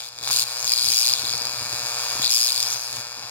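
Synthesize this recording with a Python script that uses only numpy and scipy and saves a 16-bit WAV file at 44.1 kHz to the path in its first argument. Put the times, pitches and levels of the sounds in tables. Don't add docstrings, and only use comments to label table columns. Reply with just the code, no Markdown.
import sys
import numpy as np
from scipy import signal
from scipy.fft import rfft, irfft
from scipy.io import wavfile
from scipy.ndimage import uniform_filter1d, map_coordinates

SR = 44100
rng = np.random.default_rng(int(sys.argv[2]) if len(sys.argv) > 2 else 0)


def gain_from_db(level_db):
    decades = np.asarray(level_db, float) / 20
    return 10 ** decades


def inscribe(sig):
    pcm = np.round(np.clip(np.atleast_2d(sig).T, -1, 1) * 32767)
    wavfile.write(sys.argv[1], SR, pcm.astype(np.int16))


N = 145530
HALF_CYCLE_HZ = 120

# (start [s], end [s], extra level [dB], long gap bridged [0 or 1])
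BRIDGES = [
    (.18, .188, 6, 0),
    (.222, .262, 8, 0),
    (.305, .436, 11, 0),
    (.972, 1.1, 2, 1),
    (1.1, 1.125, 2, 0),
    (2.297, 2.505, 3, 1),
    (2.62, 2.675, 2, 0),
    (2.955, 2.97, 4, 0),
]
# (time [s], level [dB], brightness [0-1], crack rate [1/s])
STREAMERS = [(0, -41, 0.06, 3000), (.09, -47.5, 0.32, 4940), (.1, -56, 0, 4700), (.215, -48.5, 0.06, 3900),
             (.265, -43.5, 0.2, 4800), (.28, -30, 0.5, 3800), (.3, -39.5, 0.64, 4560),
             (.45, -41.5, 0.54, 4520), (.55, -44, 1, 5200), (.655, -41.5, 0.83, 7100),
             (.668, -32, 0.3, 5000), (.8, -29.5, 0.15, 4560), (.95, -28, 0.46, 5250),
             (1.09, -29, 0.32, 4680), (1.14, -32, 0.04, 5000), (1.16, -35, 0.26, 3950),
             (1.34, -31, 0.04, 5240), (1.37, -39, .3, 5050), (1.48, -41.5, 0.2, 5400), (1.51, -46, 1, 4700),
             (2.21, -40.5, 0.94, 3440), (2.24, -26, 0.03, 4400), (2.285, -28.5, 0.07, 4400),
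             (2.33, -30.5, 0.56, 5230), (2.52, -32, 0.38, 4800), (2.66, -35, 0.28, 5530),
             (2.74, -35, 0.44, 5700), (2.78, -44, 0.9, 6500), (3.0, -45, 0.87, 3800),
             (3.04, -56.5, 0.7, 3800)]
# (time [s], sizzle level [dB], plasma breath level [dB])
POWDER = [(0.0, -45, -62), (0.16, -59, -58), (0.31, -34, -36), (0.32, -40, -42.5), (0.56, -42, -60.5),
          (0.9, -42.5, -45), (0.98, -42.5, -64), (1.21, -38, -46), (1.83, -39.5, -47.5), (2.08, -35, -54),
          (2.21, -34.5, -35.5), (2.34, -41.5, -61), (2.76, -36.5, -49.5), (2.8, -45, -62),
          (3.0, -40.5, -48.5), (3.09, -47.5, -60), (3.18, -43, -46), (3.3, -41.5, -62.5)]


def unit(x):
    return x / np.sqrt(np.mean(x ** 2) + 1e-20)


def along(points, hz):
    f, v = np.transpose(points)
    return np.interp(np.log(hz + 1), np.log(f + 1), v)


def curves(rows, t):
    s, *cols = np.transpose(rows)
    return [np.interp(t, s, c) for c in cols]


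def wobble(rate, t):
    return map_coordinates(rng.standard_normal(int(N * rate / SR) + 9), [t * rate])


def coloured(x, gain_db):
    m = 8192
    cep = irfft(np.log(gain_from_db(gain_db(np.fft.rfftfreq(m, 1 / SR)))), m)
    cep[1:m // 2] *= 2
    cep[m // 2 + 1:] = 0
    response = irfft(np.exp(rfft(cep)), m)[:m // 2]
    return signal.fftconvolve(x, response)[:N]


def toned(x, tone):
    return coloured(x, lambda hz: along(tone, hz))


def pulses(s, size):
    at = np.ravel(s)[:, None] * SR
    k = np.floor(at) + np.arange(-7, 9)
    shape = np.sinc(k - at) * np.cos(np.pi * (k - at) / 16) ** 2 * np.ravel(size)[:, None]
    keep = (k >= 0) & (k < N)
    return np.bincount(k[keep].astype(int), shape[keep], N)


def breakdown():
    # (time [s], delay [ms])
    firing_delay = [(0, 3.6), (.27, 3.7), (.43, 3.6), (.45, 3.1), (.65, 3.0), (.68, 2.75), (.96, 2.85),
                    (1.12, 3.3), (1.16, 2.8), (1.4, 2.9), (1.5, 3.1), (2.2, 3.05), (2.24, 2.8), (2.5, 3.4),
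                    (2.56, 2.9), (2.8, 3.05), (3.3, 3.1)]
    # (time [s], extra level [dB])
    odd_shots = [(.387, 4), (.363, 3), (.629, 4), (.637, -4), (.645, 4), (.654, 4), (.662, -5), (.679, 3),
                 (.72, 8), (.737, 5), (.745, -4), (.787, 3), (.803, -5), (.887, 3), (.92, 3), (1.137, 8),
                 (1.22, 3), (1.42, 3), (1.454, 8), (1.47, 6), (2.22, 4), (2.512, -5), (2.52, 6),
                 (2.537, -6), (2.579, 3), (2.604, 5), (2.629, 4), (2.704, 4), (2.929, 6)]
    bridge_delay_ms, jitter_ms = 4.15, .01
    cycle = np.arange(int(N / SR * HALF_CYCLE_HZ)) / HALF_CYCLE_HZ
    delay_ms = curves(firing_delay, cycle)[0]
    extra_db = 0 * cycle
    s, db = np.transpose(odd_shots)
    extra_db[(s * HALF_CYCLE_HZ).astype(int)] = db
    long_gap = np.zeros(len(cycle), bool)
    for start, end, db, bridged in BRIDGES:
        inside = (cycle > start) & (cycle < end)
        long_gap |= inside & (bridged > .5)
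        extra_db = extra_db + db * inside
    delay_ms = np.where(long_gap, bridge_delay_ms, delay_ms)
    at = cycle + (delay_ms + jitter_ms * rng.standard_normal(len(cycle))) / 1000
    return cycle, at, extra_db, long_gap


def strike(cycle, at, extra_db, long_gap):
    # (time [s], level [dB])
    strike_level = [(0, -39.5), (.1, -48), (.26, -40.5), (.3, -47), (.44, -43), (.48, -36), (.64, -34),
                    (.67, -39.5), (.97, -39.5), (1.11, -37.5), (1.4, -36), (1.8, -32.5), (2.2, -33),
                    (2.3, -42), (2.52, -38.5), (3.0, -38), (3.04, -39), (3.3, -41)]
    # (frequency [Hz], level [dB])
    strike_tone = [(150, -16), (370, -24), (500, -4.5), (1000, -7.5), (3300, -11.5), (4700, -2.5),
                   (6200, -13), (16000, -21)]
    scatter_db, follows = 1.2, .5
    leader_ms, leader_db = 0.81, -36
    luck = rng.standard_normal((3, len(cycle)))
    size = -gain_from_db(scatter_db * luck[0] + follows * extra_db * ~long_gap)
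    led = (cycle > 0.93) & (cycle < 3.3)
    leader_at = at - leader_ms * (1 + 0.21 * luck[1]) / 1000
    leader = pulses(leader_at, led * gain_from_db(leader_db + 1.33 * luck[2]))
    clicks = unit(toned(pulses(at, size) + leader, strike_tone))
    return clicks * gain_from_db(curves(strike_level, np.arange(N) / SR)[0])


def streamers(cycle, at, extra_db):
    # (frequency [Hz], level [dB])
    dull_tone = [(100, -84), (600, -56), (2000, -12.5), (3400, 1.5), (4300, -1.5), (6000, -8.5),
                 (9000, -16), (16000, -27.5)]
    bright_tone = [(100, -80), (600, -49), (2000, -10.5), (3200, -9), (6000, 0.5), (8000, -2.5),
                   (12000, -5), (16000, -7)]
    volley_ms, volley_scatter_db, flicker_db = 0.71, 1.3, 1
    crack_spread_db, crack_jitter, rate_scatter = 1.8, .08, .06
    luck = rng.standard_normal((2, len(cycle)))
    draw = rng.standard_normal((len(cycle), 2, 12))
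    gap = 1 / (curves(STREAMERS, cycle)[2] * (1 + rate_scatter * luck[0]))
    after = gap[:, None] * (np.arange(12) + crack_jitter * draw[:, 0])
    u = np.abs(after) * 1000 / volley_ms
    envelope = (0.25 + u) * np.exp(-u ** 2)
    volley_db = volley_scatter_db * luck[1] + flicker_db * wobble(24.3, cycle)
    size = envelope * gain_from_db(crack_spread_db * draw[:, 1] + volley_db[:, None])
    when = at[:, None] + after
    plain = pulses(when, size)
    cracks = pulses(when, size * gain_from_db(extra_db)[:, None])

    def shade(tone):
        return toned(cracks, tone) / np.std(toned(plain, tone))

    level_db, bright, _ = curves(STREAMERS, np.arange(N) / SR)
    bright = np.clip(bright, 0, 1)
    mixed = np.sqrt(bright) * shade(bright_tone) + np.sqrt(1 - bright) * shade(dull_tone)
    return 1.44 * gain_from_db(level_db) * mixed


def powder():
    # (frequency [Hz], level [dB])
    pop_tone = [(100, -27), (350, -13.5), (1000, 0.5), (1800, -4.5), (2500, -7), (5000, -4.5),
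                (10000, -39.5), (16000, -39)]
    # (time [s], peak level [dB])
    bursts = [
        (.2697, -20),
        (0.275, -5),
        (.2897, -8),
        (0.3005, -7),
        (.3075, -7),
    ]
    rate, spread_db, burst_gain_db, sizzle_gain_db = 900, 3.5, 12, -1.5
    when = rng.random(int(rate * N / SR)) * N / SR
    sizes = gain_from_db(spread_db * rng.standard_normal(len(when)))
    sizzle = unit(toned(pulses(when, sizes), pop_tone))
    sizzle_db = curves(POWDER, np.arange(N) / SR)[0] + sizzle_gain_db
    s, db = np.transpose(bursts)
    return gain_from_db(sizzle_db) * sizzle + toned(pulses(s, gain_from_db(db + burst_gain_db)), pop_tone)


def plasma():
    # (time [s], level [dB])
    swells = [(0.349, -44), (0.392, -58), (0.439, -48), (0.647, -45), (0.805, -55), (0.873, -48),
              (1.116, -44), (1.237, -35), (1.308, -37), (1.359, -41), (1.459, -46), (1.584, -35),
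              (1.622, -43), (1.736, -39), (1.846, -37.5), (1.93, -51), (1.967, -48), (2.042, -54),
              (2.209, -49), (2.581, -42), (2.643, -45.5), (2.707, -53), (2.762, -45), (2.901, -48),
              (2.938, -42), (2.988, -41), (3.182, -56), (3.25, -39)]
    # (frequency [Hz], level [dB])
    puff_tone = [(20, -23), (60, -5), (120, -7.5), (250, -10), (500, -8), (1000, -92)]
    hum_db, swell_db, steady_hum_db, octave_db = -11, -9, -66, -12
    puff_db, swell_puff_db, gasp_db = -6, -14, 13
    puff_rate, swell_s = 90, .014
    t = np.arange(N) / SR
    breath = gain_from_db(curves(POWDER, t)[1])
    swell = sum(gain_from_db(level) * np.exp(-((t - at) / swell_s) ** 2) for at, level in swells)

    turn = 2 * np.pi * HALF_CYCLE_HZ * t + 0.55
    sway = turn + .6 * wobble(30, t)
    hum = np.cos(sway) + gain_from_db(octave_db) * np.cos(2 * sway)
    hum = np.sqrt(2) * gain_from_db(2.5 * wobble(24, t)) * hum
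    steady = gain_from_db(steady_hum_db) * np.cos(turn)

    when, strength, side = rng.random((3, int(puff_rate * N / SR)))
    puff_sizes = gain_from_db(6.2 * strength ** 2) * np.sign(side - .7)
    puffs = unit(toned(pulses(when * N / SR, puff_sizes), puff_tone))
    s, db = np.transpose(swells)
    gasps = toned(pulses(s, gain_from_db(db + gasp_db)), puff_tone)

    hum_level = gain_from_db(hum_db) * breath + gain_from_db(swell_db) * swell
    puff_level = gain_from_db(puff_db) * breath + gain_from_db(swell_puff_db) * swell
    return hum_level * hum + steady + puff_level * puffs - gasps


def fizz():
    # (frequency [Hz], level [dB])
    fizz_tone = [(1500, -26.5), (3000, 2), (5000, 0), (7000, -5), (10000, -1), (16000, -4)]
    fizz_db, rate, follows, spread_db = -40.5, 6000, 0.85, 8
    t = np.arange(N) / SR
    level_db, bright, _ = curves(STREAMERS, t)
    for start, end, db, _ in BRIDGES:
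        inside = 1. * ((t > start) & (t < end))
        level_db = level_db + db * uniform_filter1d(inside, size=300)
    grains = []
    for when, strength in rng.random((2, 2, int(rate * N / SR))):
        grains.append(unit(toned(pulses(when * N / SR, gain_from_db(spread_db * strength)), fizz_tone)))
    level = gain_from_db(fizz_db + follows * (level_db + 46.5))
    return level * np.sqrt(np.clip(bright, .05, 1)) * np.array(grains)


def floor():
    # (frequency [Hz], level [dB])
    floor_tone = [(30, -10), (200, -8), (1000, -31.5), (5000, -3), (9000, -22), (16000, -35)]
    noise = np.array([toned(v, floor_tone) for v in rng.standard_normal((2, N))])
    return gain_from_db(-56) * unit(noise)


def workshop(x, wall_db):
    # (left delay [ms], left gain [ratio], right delay [ms], right gain [ratio])
    echoes = [(.62, -.1, .5, .45), (1.45, .3, 1.3, -.2), (2.25, .22, 2.7, .35), (3.55, .15, 3.2, .15),
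              (4.45, -.15, 4.7, .15)]
    # (frequency [Hz], decay time by 60 dB [s])
    walls = [(200, 0.083), (2000, 0.51), (6000, 0.23), (14000, 0.009)]
    right_lag_ms = .082
    soak_hz, soak_width_hz, soak_db = 4800, 2000, -8
    wall_low_hz = 1200
    hz, t, z = signal.stft(rng.standard_normal((2, SR // 3)), SR, nperseg=256)
    decay = gain_from_db(-60 * t / along(walls, hz)[:, None])
    tail = signal.istft(z * decay, SR, nperseg=256)[1]
    tail = gain_from_db(wall_db) * tail / np.linalg.norm(tail[0])
    tail = np.pad(tail, ((0, 0), (60, 0)))

    left_ms, left, right_ms, right = np.transpose(echoes)
    lead = 8 / SR
    right_lead = lead + right_lag_ms / 1000
    direct = np.array([pulses(lead, 1), pulses(right_lead, 1)])[:, :32]
    near = np.array([pulses(lead + left_ms / 1000, left), pulses(right_lead + right_ms / 1000, right)])

    def off_axis_db(f):
        soak = soak_db / (1 + (2 * (f - soak_hz) / soak_width_hz) ** 2)
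        return soak - 10 * np.log10(1 + (wall_low_hz / (f + 20)) ** 4)

    def heard(v, answer):
        return signal.fftconvolve(v[None], answer, axes=1)[:, 8:N + 8]

    return heard(x, direct) + heard(coloured(x, off_axis_db), tail + near[:, :tail.shape[1]])


def scene():
    cycle, at, extra_db, long_gap = breakdown()
    sound = workshop(strike(cycle, at, extra_db, long_gap), -7.5)
    sound = sound + workshop(streamers(cycle, at, extra_db), -14)
    sound = sound + workshop(powder(), -8)
    return sound + plasma() + fizz() + floor()


def low_pass(x):
    return signal.sosfilt(signal.butter(12, 15900, fs=SR, output="sos"), x)


def record(dry):
    # (frequency [Hz], width [Hz], level [dB])
    peaks_and_dips = [(4847, 1110, 9.5), (2423, 360, 10.5), (6960, 1840, 12), (9184, 213, 12), (11100, 347, 6),
                      (3030, 140, -8), (2080, 300, -9), (1020, 320, 4), (1300, 200, 3)]
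    # (frequency [Hz], left over right [dB])
    lean = [(550, -1), (850, -6), (1450, 5), (2700, -1), (3300, 5.5), (5000, 5.5), (6500, 0), (15000, 3)]
    even_below_hz, top, knee, top_hz = 350, .9, 4, 16100

    def port_db(hz, side):
        body = sum(db / (1 + (2 * (hz - c) / w) ** 2) for c, w, db in peaks_and_dips) - 3
        return body + side * along(lean, hz) / 2 / (1 + (even_below_hz / (hz + 1)) ** 4)

    left = coloured(dry[0], lambda hz: port_db(hz, 1))
    right = coloured(dry[1], lambda hz: port_db(hz, -1))
    ports = np.array([left, right])
    ports = ports / (1 + np.abs(ports / top) ** knee) ** (1 / knee)
    ports = irfft(rfft(ports) * (np.fft.rfftfreq(N, 1 / SR) < top_hz), N)
    return low_pass(ports)


dry = scene()
out = record(dry)
inscribe(out)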